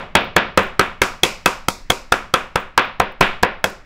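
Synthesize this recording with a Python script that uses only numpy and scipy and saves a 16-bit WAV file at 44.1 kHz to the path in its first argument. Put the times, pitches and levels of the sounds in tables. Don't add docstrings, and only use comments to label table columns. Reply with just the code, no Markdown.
import sys
import numpy as np
from scipy import signal
from scipy.fft import rfft, irfft
from scipy.io import wavfile

SR = 44100
rng = np.random.default_rng(int(sys.argv[2]) if len(sys.argv) > 2 else 0)


def gain_from_decibels(decibels):
    exponent = np.asarray(decibels, float) / 20
    return 10 ** exponent


def store_pcm(level_fs):
    pcm = np.round(np.clip(level_fs, -1, 1) * 32767).astype(np.int16)
    wavfile.write(sys.argv[1], SR, np.atleast_2d(pcm).T)


N = 169785


def at_hz(points, hz):
    table_hz, values = np.array(points).T
    return np.interp(np.log(hz), np.log(table_hz), values)


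def rms_one(x):
    return x / np.sqrt(np.mean(x ** 2) + 1e-20)


def butter(x, hz, kind, order=2):
    return signal.sosfilt(signal.butter(order, hz, kind, fs=SR, output="sos"), x)


def ring(x, hz, t60):
    radius, angle = gain_from_decibels(-60 / (t60 * SR)), 2 * np.pi * hz / SR
    return signal.lfilter([0, np.sin(angle)], [1, -2 * radius * np.cos(angle), radius ** 2], x + 1e-18)


def ring_modes(modes, strike, chance):
    spread_db = 1.5
    out = 0
    for (hz, db, t60), luck in zip(modes, chance):
        out = out + gain_from_decibels(db + spread_db * luck) * ring(strike, hz, t60)
    return out


# frequency in Hz, level in dB per Hz.
HUM_COLOUR = [(12, -25), (65, 7.5), (120, -7.5), (250, -2.5), (600, -23), (2000, -8), (6000, -38.5),
              (16000, -60.5)]


def kitchen_hum():
    hum_db = -51
    hz = np.maximum(np.arange(N // 2 + 1) * SR / N, 1)
    spectrum = rfft(rng.standard_normal(N)) * gain_from_decibels(at_hz(HUM_COLOUR, hz))
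    return gain_from_decibels(hum_db) * rms_one(irfft(spectrum, N))


def stirred_air():
    air_db, swing_db, swing_lag_s, swing_width_s = -38.5, 4, 0.12, 0.024
    gust_s, gust_db, gust_swing_s = 3.21, -13, 0.04
    t = np.arange(N) / SR
    swing = sum(np.exp(-((t - row[0] - swing_lag_s) / swing_width_s) ** 2) for row in BLOWS)
    lumps = butter(rng.standard_normal(N + SR), 22, "low", order=3)[SR:]
    swings = np.maximum(t - gust_s, 0) / gust_swing_s
    gust = gain_from_decibels(gust_db) * np.sin(1.56 * swings) * np.exp(-swings / 2)
    return gain_from_decibels(air_db + swing_db * swing) * rms_one(lumps) - gust


# start in seconds, peak level in dB.
TICKS = [(0.2089, -40), (0.2448, -45), (0.2594, -54), (0.4643, -62), (0.5194, -75), (0.6335, -40),
         (0.6704, -47), (0.8594, -52), (2.2694, -72), (2.601, -43), (2.6223, -55), (2.819, -43),
         (2.8514, -47), (2.8853, -60), (2.9103, -66), (3.0395, -47), (3.1218, -60), (3.1218, -48.5),
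         (3.2645, -45), (3.6994, -38)]
# frequency in Hz, level in dB, t60 in seconds.
TINKLE = [(9800, -5, 0.017), (12400, -4, .01), (14500, -5, .015), (15500, -2, 0.034)]


def ticks():
    start_s, peak_db = np.array(TICKS).T
    out = np.zeros(N)
    for hz, mode_db, t60 in TINKLE:
        clicks = np.zeros(N)
        clicks[(start_s * SR).astype(int)] = gain_from_decibels(peak_db + mode_db - 3 + rng.normal(0, 3, len(TICKS)))
        out += ring(clicks, hz, t60)
    return out


# frequency in Hz, t60 in seconds.
ROOM_T60 = [(100, 1.2), (260, 0.26), (700, 0.4158), (1840, 0.335), (4850, 0.4177), (9000, 0.2335),
            (14000, 0.34)]
# frequency in Hz, level in dB.
ROOM_COLOUR = [(100, -7), (300, 3.5), (800, 0), (2000, 7.5), (4000, -5), (8000, -11.5), (15000, -18)]


def room_answer():
    room_db, rise_s = -6, 0.0042
    t = np.arange(int(0.6 * SR)) / SR
    white = rng.standard_normal((2, len(t)))
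    edges = 60 * 2 ** np.arange(0, 8.3, 0.5)
    out = 0
    for k, (low, high) in enumerate(zip(edges, edges[1:])):
        hz = np.sqrt(low * high)
        decay = gain_from_decibels(at_hz(ROOM_COLOUR, hz) - 60 * t / at_hz(ROOM_T60, hz))
        out = out + decay * butter(white[k % 2], [low, high], "band")
    build_up = 1 - np.exp(-(t / rise_s) ** 2)
    return out * build_up * gain_from_decibels(room_db) / 20


def air_push(t, sink, fade, wet):
    push_db, hiss_db, rise_s = -9.5, -15, 0.0021
    squeeze = (t < sink) * np.clip(t / min(rise_s, sink), 0, 1) ** 3 + fade(0.0003)
    return butter(squeeze * (gain_from_decibels(push_db) + gain_from_decibels(hiss_db) * wet), 90, "high", order=1)


# frequency in Hz, level in dB, t60 in seconds.
BOARD = [(383, -5, 0.023), (521.7, -2, 0.045), (756, 0, 0.034), (889, -2.5, 0.031)]
# frequency in Hz, level in dB, t60 in seconds.
MEAT = [(998, -5.5, 0.012), (1300, -3.5, 0.0098), (1614, 4, 0.0062)]
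# frequency in Hz, level in dB, t60 in seconds.
EDGE = [(2146, -5.5, 0.0084), (2548, -15.5, 0.028), (3260, -6.5, 0.011)]
# frequency in Hz, level in dB, t60 in seconds.
COUNTER = [(86.4, -17.5, .12), (195.9, -15.5, 0.16), (379.7, -25.5, 0.29), (940, -20, 0.25)]


def near_blow(row, landing, slap_db, chance, click, teeth, wet_crack):
    _, _, knock_db, crack_db, slap_hz = row
    _, _, thud_db, knock_hz, edge_db = landing
    slap = gain_from_decibels(-4.5) * ring(teeth, slap_hz, 0.016) + ring_modes(MEAT, teeth, chance[:3])
    edge = ring_modes(EDGE, teeth, chance[3:6])
    knock = gain_from_decibels(5.5) * ring_modes(BOARD, click, chance[6:10])
    knock = knock + gain_from_decibels(12.5) * ring(click, knock_hz, 0.021)
    hit = butter(gain_from_decibels(slap_db) * slap + gain_from_decibels(edge_db) * edge - gain_from_decibels(knock_db) * knock, 258, "high")
    thud = gain_from_decibels(thud_db) * ring_modes(COUNTER, click, chance[10:])
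    return hit + thud + gain_from_decibels(1 + crack_db) * wet_crack


def far_blow(row, landing, slap_db, click):
    _, _, knock_db, crack_db, slap_hz = row
    _, _, _, knock_hz, edge_db = landing
    body = gain_from_decibels(22.5) * butter(click, [650, 1900], "band", order=1)
    slap = gain_from_decibels(-11.5 + slap_db) * ring(click, slap_hz, 0.0044)
    edge = gain_from_decibels(12 + edge_db) * butter(click, [1900, 3800], "band")
    knock = gain_from_decibels(35.5) * butter(click, [300, 800], "band", order=1)
    knock = knock + gain_from_decibels(10.5) * ring(click, knock_hz, 0.0035)
    crack = gain_from_decibels(21.5 + crack_db) * butter(click, [4000, 10000], "band", order=1)
    return butter(body + slap + edge + gain_from_decibels(knock_db) * knock, 3740, "low") + crack


def blow(row, landing, slap_db, chance, noise):
    strength_db, room_db = row[1], landing[1]
    sink = max(landing[0], 1) / 1000
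    t = np.arange(len(noise[0])) / SR

    def fade(s):
        return (t >= sink) * np.exp(-np.maximum(t - sink, 0) / s)

    wet = butter(butter(noise[1], 2310, "high", order=1), 4700, "low", order=1)
    click = 1.0 * (np.arange(len(t)) == int(sink * SR))
    teeth = noise[0] * fade(0.0019)
    teeth = teeth / np.sqrt(np.sum(teeth ** 2)) - 1.083 * click
    near = near_blow(row, landing, slap_db, chance, click, teeth, wet * fade(0.0023))
    far = far_blow(row, landing, slap_db, click)
    return air_push(t, sink, fade, wet) + gain_from_decibels(strength_db) * near, gain_from_decibels(strength_db + room_db) * far


# start in seconds, strength in dB, board knock in dB, wet crack in dB, slap pitch in Hz.
BLOWS = [(0.15, 3.5, -12, -61, 858), (0.361, 4.5, -12.5, -55, 1775), (0.574, 4.5, -15, -12.5, 1218),
         (0.792, 6, -16.5, -12.5, 1294), (1.015, 4, -19, -2.5, 1475), (1.231, -0.5, -11.5, 3.5, 1270),
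         (1.458, 3.5, -20.5, -2.5, 1300), (1.682, -8, -10.5, 8, 1300), (1.898, -2, -13, 3, 1370),
         (2.119, 2.5, -18.5, -6.5, 1393), (2.337, 1, -17.5, -8.5, 1300), (2.555, -6, -17.5, -12.5, 1340),
         (2.775, 7, -22, -52, 1193), (2.997, -3, -14, -37, 1028), (3.206, 7.5, -27.5, -16, 948),
         (3.426, 0, -15.5, -25, 1043), (3.64, -1, -11, -0.5, 1450)]
# sink-in before the slap in ms, sound sent into the room in dB,
# counter thud in dB, board knock pitch in Hz, edge of the teeth in dB.
LANDING = [(2.506, 0, 0, 632, 6), (3.7, -1.5, -4, 613, 1.5), (1, -1, -4, 570, -2),
           (2.7, -3.5, -11, 393, -1), (3, -2, -12, 390, 3), (2.7, -0.5, -7.5, 358, 11.5),
           (1.5, -2, -8, 330, 4), (2.6, -4, -2.5, 310, 8), (4.5, -4, -3, 543, 8.5),
           (3.7, -2.5, -15.5, 563, 0), (2.8, -0.5, -13.5, 537, 0), (3.5, 1.5, -1.5, 585, -2),
           (2.2, -2, -16, 340, -2), (4.1, 0, 0.5, 740, -5), (3.9, 1, -3.5, 640, 1.5),
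           (6.2, 0, -4.5, 766, -17.5), (1.9, -6, -7, 655, 3)]
EARLIER_BLOW = (-0.0958, 0, -10.5, -12.5, 951)
EARLIER_LANDING = (1.2, 2.1, 2.9, 860, 0.67)
# level in dB, one a blow.
SLAP_SHARE_DB = [2.5, -1, 1, 0, -3.5, -9.5, 2, -1, 0.5, 2.5, -0.5, 3, 1.5, 4, -2, 3.5, -2]
# delay in seconds, level in dB.
ECHOES = [
    (.0085, -23),
    (0.0174, -20.5),
]


def pounding():
    lead, size = 8820, SR // 3
    direct, sent = np.zeros(N + lead + SR), np.zeros((2, N + lead + SR))
    rows, landings = [EARLIER_BLOW, *BLOWS], [EARLIER_LANDING, *LANDING]
    slaps_db = [0, *SLAP_SHARE_DB]
    chances = rng.standard_normal((len(rows), 15))
    noises = rng.standard_normal((len(rows), 2, size))
    for row, landing, slap_db, chance, noise in zip(rows, landings, slaps_db, chances, noises):
        i = lead + int(row[0] * SR)
        near, far = blow(row, landing, slap_db, chance, noise)
        direct[i:i + size] += near
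        spot = 2 * chance[-1]
        sent[:, i:i + size] += far * [[np.cos(spot)], [np.sin(spot)]]
    out = direct.copy()
    dulled = butter(direct, 15000, "low", order=1)
    for delay_s, db in ECHOES:
        out += gain_from_decibels(db) * np.roll(dulled, int(delay_s * SR))
    for x in sent:
        out += signal.fftconvolve(x, room_answer())[:len(direct)]
    return out[lead:lead + N]


def scene():
    return (pounding() + stirred_air() + kitchen_hum() + ticks())[None]


def band_limit(x):
    return signal.sosfilt(signal.butter(12, 17120, fs=SR, output="sos"), x)


def record(dry):
    ceiling, knee = 0.73, 13
    squashed = dry / (1 + np.abs(dry / ceiling) ** knee) ** (1 / knee)
    hot = butter(squashed, 9, "high", order=1)
    hz = np.arange(N // 2 + 1) * SR / N
    top_cut = gain_from_decibels(np.interp(hz, [15700, 15900, 17100, 17200], [0, -24, -48, -90]))
    mix = irfft(rfft(hot) * top_cut, N)
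    return band_limit(mix)


dry = scene()
out = record(dry)
store_pcm(out)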